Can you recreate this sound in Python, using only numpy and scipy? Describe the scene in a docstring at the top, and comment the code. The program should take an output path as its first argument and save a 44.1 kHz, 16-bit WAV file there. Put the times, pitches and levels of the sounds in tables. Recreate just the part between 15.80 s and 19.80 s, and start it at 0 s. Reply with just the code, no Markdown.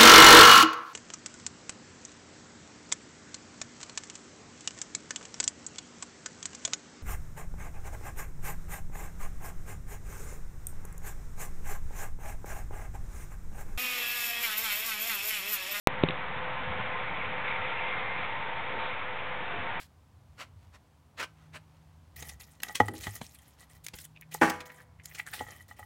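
"""Wind rushes through the wheel and lattice tower of a farm windmill: broad turbulent noise.
One gust hisses in the blades; vortices shed from rods and struts give faint wavering whistles.
A small hand-held camera with a narrow sound band starts with an electric pop. Its case is knocked
and ticks twice, and eddies puff and rumble softly on its microphone."""
import sys
import numpy as np
from scipy import signal
from scipy.io import wavfile

SR = 44100
rng = np.random.default_rng(int(sys.argv[2]) if len(sys.argv) > 2 else 0)


def persist_wave(psi):
    """Save psi, clipped to +-1, as 16-bit WAV."""
    counts = np.round(np.clip(psi, -1, 1) * 32767).astype(np.int16)
    wavfile.write(sys.argv[1], SR, np.atleast_2d(counts).T)


N = 176400
TIME_S = np.arange(N) / SR

# case knocks: start_s, level_db, contact_s
CASE_KNOCKS = [(0.2361,1,0.0008),(0.2854,-17,0.00083),(0.2975,-15,0.0018)]
# low case modes: freq_hz, level_db, t60_s
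CASE_MODES = [(166.5,-19.5,.1),(290,-12,.018),(386,-11,0.021),(540,-14.5,0.02),(990,-17,.012)]
# plastic ticks: start_s, level_db, pitch_ratio
PLASTIC_TICKS = [(0.236,-14,.97),(0.239,-28,1.0),(.2873,-15.5,1.03),(.2884,-26,1.02),(.2897,-24,1.03),(0.3075,-19,.92),(.3079,-27.5,.52)]
# plastic modes at pitch_ratio 1: freq_hz, level_db, t60_s
PLASTIC_MODES = [(1390,-17,.006),(2680,-8,0.01),(2990,-10.5,0.01),(3660,-3,0.0046)]
# microphone rumble envelope: time_s, level_db
RUMBLE_ENVELOPE = [(0,-44),(.48,-45.5),(.78,-47.5),(.9,-42),(1.01,-44),(1.1,-48.5),(1.5,-47.5),(1.9,-51.5),(2.35,-50),(2.8,-51),(3.15,-51.5),(3.68,-52.5),(3.8,-46),(4,-50)]
# rumble spectrum: freq_hz, relative_density_db
RUMBLE_SPECTRUM = [(25,-29.5),(50,-11),(90,0),(160,-3.5),(230,-7),(330,-23.5),(800,-38)]
# single eddies: peak_s, sigma_s, centre_hz, width_octaves, level_db
EDDY_PUFFS = [(0.894,0.039,85,1.04,-46.5),(1.006,0.0085,1100,1.6,-34.5),(1.472,0.02,90,1.7,-47),(2.95,0.033,420,1.6,-41.5),(3.033,0.035,997,1.1,-40.5),(3.048,0.055,3300,0.45,-47),(3.754,0.018,378,0.46,-43.5)]
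# rod and strut tones: pitch_hz, width_hz, level_db, peak_s, sigma_s
ROD_WHISTLES = [(455.4,11,-57.5,2.5,2.6),(510.5,10,-48,1.6,2.8),(913,20,-49.5,1.2,3.8),(908,8.1,-46,2.5,0.66),(1040,9,-46.5,1.1,.45),(1030,14,-51,2.7,1.3),(1375,8.4,-50.5,1.9,0.39),(2110,15,-44.5,2,.4),(703,10,-48.5,3.8,.1),(915,9.5,-48.5,3.87,0.13)]
# gust envelope: time_s, level_db
GUST_ENVELOPE = [(0,-60),(.7,-52),(1.15,-44),(1.36,-45.5),(1.72,-37),(2.1,-42),(2.4,-41.5),(2.8,-51),(3.05,-41.5),(3.4,-48),(4,-52)]
# gust spectrum: freq_hz, relative_density_db
GUST_SPECTRUM = [(500,-32.5),(1300,-8.5),(1850,-12),(2150,3),(2450,0),(2900,-14),(3400,-11),(4200,-31.5)]
# rush envelope, before RUSH_GAIN_DB: time_s, level_db
RUSH_ENVELOPE = [(.1,-39),(.4,-38.5),(.7,-38),(1.22,-38),(1.36,-38.5),(1.55,-38.5),(1.82,-37.5),(2.3,-37.5),(2.8,-38.5),(3.05,-38.5),(3.4,-39.5),(3.68,-39),(3.95,-37.5)]
# rush spectrum: freq_hz, relative_density_db
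RUSH_SPECTRUM = [(60,-21),(200,-8.5),(300,-12),(420,-5.5),(600,-1.5),(900,2),(1200,0),(1750,-1),(2100,2),(2500,-4.5),(2950,-9),(3350,-8),(3850,-22),(4300,-14)]

RUSH_GAIN_DB = 1.5


def from_db(db):
    """Decibels to gain."""
    return 10 ** (np.asarray(db) / 20)


def unit_rms(x):
    """Scale to rms 1."""
    return x / np.sqrt(np.mean(x ** 2) + 1e-20)


def envelope(rows):
    """Gain per sample from time_s, level_db rows."""
    return from_db(np.interp(TIME_S, *np.transpose(rows)))


def half_sine(start_s, length_s):
    """Half-sine pulse, height 1."""
    return np.sin(np.pi * np.clip((TIME_S - start_s) / length_s, 0, 1))


def swell(peak_s, sigma_s):
    """Gaussian rise and fall, height 1."""
    return np.exp(-.5 * ((TIME_S - peak_s) / sigma_s) ** 2)


def drift(rate_hz):
    """Random wander below about rate_hz, rms 1."""
    hop, settle_steps = 40, 2000
    pole = np.exp(-2 * np.pi * rate_hz * hop / SR)
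    white = rng.standard_normal(N // hop + settle_steps + 2)
    slow = signal.lfilter([1], [1, -2 * pole, pole * pole], white)[settle_steps:]
    return np.interp(np.arange(N) / hop, np.arange(len(slow)), unit_rms(slow))


def band_noise(low_hz, high_hz):
    """Band-passed white noise."""
    bandpass = signal.butter(2, [low_hz, high_hz], "band", fs=SR, output="sos")
    return signal.sosfilt(bandpass, rng.standard_normal(N))


def turbulence(spectrum, shared_db, shared_hz, patchy_db, patchy_hz):
    """Noise bands fluttering together (shared) and singly (patchy), rms 1."""
    edges_hz = np.r_[np.geomspace(22, 700, 13)[:-1], np.geomspace(700, 4800, 15)]
    freq_hz, density_db = np.transpose(spectrum)
    out = 0
    for low_hz, high_hz in zip(edges_hz, edges_hz[1:]):
        band_db = np.interp(np.log(low_hz * high_hz) / 2, np.log(freq_hz), density_db)
        out += from_db(band_db + patchy_db * drift(patchy_hz)) * band_noise(low_hz, high_hz)
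    return unit_rms(out * from_db(shared_db * drift(shared_hz)))


def ring(force, modes):
    """Damped modes driven by a force."""
    out = 0
    for freq_hz, level_db, t60_s in modes:
        radius = np.exp(-np.log(1000) / (t60_s * SR))
        step_rad = 2 * np.pi * freq_hz / SR
        feedback = [1, -2 * radius * np.cos(step_rad), radius * radius]
        out += from_db(level_db) * signal.lfilter([0, np.sin(step_rad)], feedback, force + 1e-18)
    return out


def switch_on_pop(start_s=.07254, hold_s=.00054, hold_db=-3.1, rebound_s=.00036, rebound_db=-5):
    """The input jumps to its limit, holds, then swings back past rest."""
    release_s = start_s + hold_s
    release_rad = np.pi * np.clip((TIME_S - release_s) / rebound_s, 0, .5)
    held = (TIME_S >= start_s) * np.cos(release_rad) ** 2
    return from_db(rebound_db) * half_sine(release_s, rebound_s) ** 2 - from_db(hold_db) * held


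def case_knocks(low_cut_hz=130):
    """Soft contacts thump the camera case, too small to give much bass."""
    force = sum(from_db(level_db) * half_sine(start_s, contact_s) * np.pi / (2 * contact_s * SR)
                for start_s, level_db, contact_s in CASE_KNOCKS)
    highpass = signal.butter(2, low_cut_hz, "high", fs=SR, output="sos")
    return signal.sosfilt(highpass, ring(force, CASE_MODES))


def plastic_ticks():
    """Hard contacts ring the plastic for a few milliseconds."""
    out = 0
    for start_s, level_db, pitch_ratio in PLASTIC_TICKS:
        impulse = signal.unit_impulse(N, int(start_s * SR))
        out += from_db(level_db) * ring(impulse, np.array(PLASTIC_MODES) * [pitch_ratio, 1, 1])
    return out


def microphone_rumble():
    """Eddies buffet the microphone."""
    noise = turbulence(RUMBLE_SPECTRUM, shared_db=.5, shared_hz=21, patchy_db=1.9, patchy_hz=43)
    return envelope(RUMBLE_ENVELOPE) * noise


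def eddy_puffs():
    """Single eddies give brief swells of noise."""
    out = 0
    for peak_s, sigma_s, centre_hz, width_octaves, level_db in EDDY_PUFFS:
        edge_ratio = 2 ** (width_octaves / 2)
        noise = unit_rms(band_noise(centre_hz / edge_ratio, centre_hz * edge_ratio))
        out += from_db(level_db) * swell(peak_s, sigma_s) * noise
    return out


def rod_whistles(pitch_waver=.002, waver_hz=2.2, steady_share=.37):
    """Rods shed vortices: narrow, unsteady tones wavering together with wind speed."""
    speed_ratio = 1 + pitch_waver * drift(waver_hz)
    out = 0
    for pitch_hz, width_hz, level_db, peak_s, sigma_s in ROD_WHISTLES:
        phase_rad = 2 * np.pi * np.cumsum(pitch_hz * speed_ratio) / SR
        noise = unit_rms(drift(width_hz) * np.cos(phase_rad) + drift(width_hz) * np.sin(phase_rad))
        tone = np.sqrt(2 * steady_share) * np.sin(phase_rad) + np.sqrt(1 - steady_share) * noise
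        out += from_db(level_db) * swell(peak_s, sigma_s) * tone
    return out


def blade_gust():
    """A gust hisses through the blades, fluttering fast."""
    noise = turbulence(GUST_SPECTRUM, shared_db=2.7, shared_hz=29, patchy_db=2.04, patchy_hz=13)
    return envelope(GUST_ENVELOPE) * noise


def wind_rush():
    """Broad, near-steady turbulence in the wheel and tower."""
    noise = turbulence(RUSH_SPECTRUM, shared_db=.1, shared_hz=10, patchy_db=.77, patchy_hz=4.7)
    return from_db(RUSH_GAIN_DB) * envelope(RUSH_ENVELOPE) * noise


def scene():
    """Wind and case noise at the microphone, mono."""
    wind = wind_rush() + blade_gust() + microphone_rumble() + eddy_puffs() + rod_whistles()
    return (wind + case_knocks() + plastic_ticks())[None]


def record(dry):
    """A biased, narrow-band input opens just after the pop; a final low-pass acts on both."""
    open_s, dc_bias = .0755, -.012
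    input_stop_hz, cutoff_hz = 4792, 16300
    input_lowpass = signal.cheby2(14, 75, input_stop_hz, fs=SR, output="sos")
    output_lowpass = signal.ellip(10, .1, 80, cutoff_hz, fs=SR, output="sos")
    narrow = signal.sosfilt(input_lowpass, (dry + dc_bias) * (TIME_S > open_s))
    return signal.sosfilt(output_lowpass, narrow + switch_on_pop())


dry = scene()
out = record(dry)
persist_wave(out)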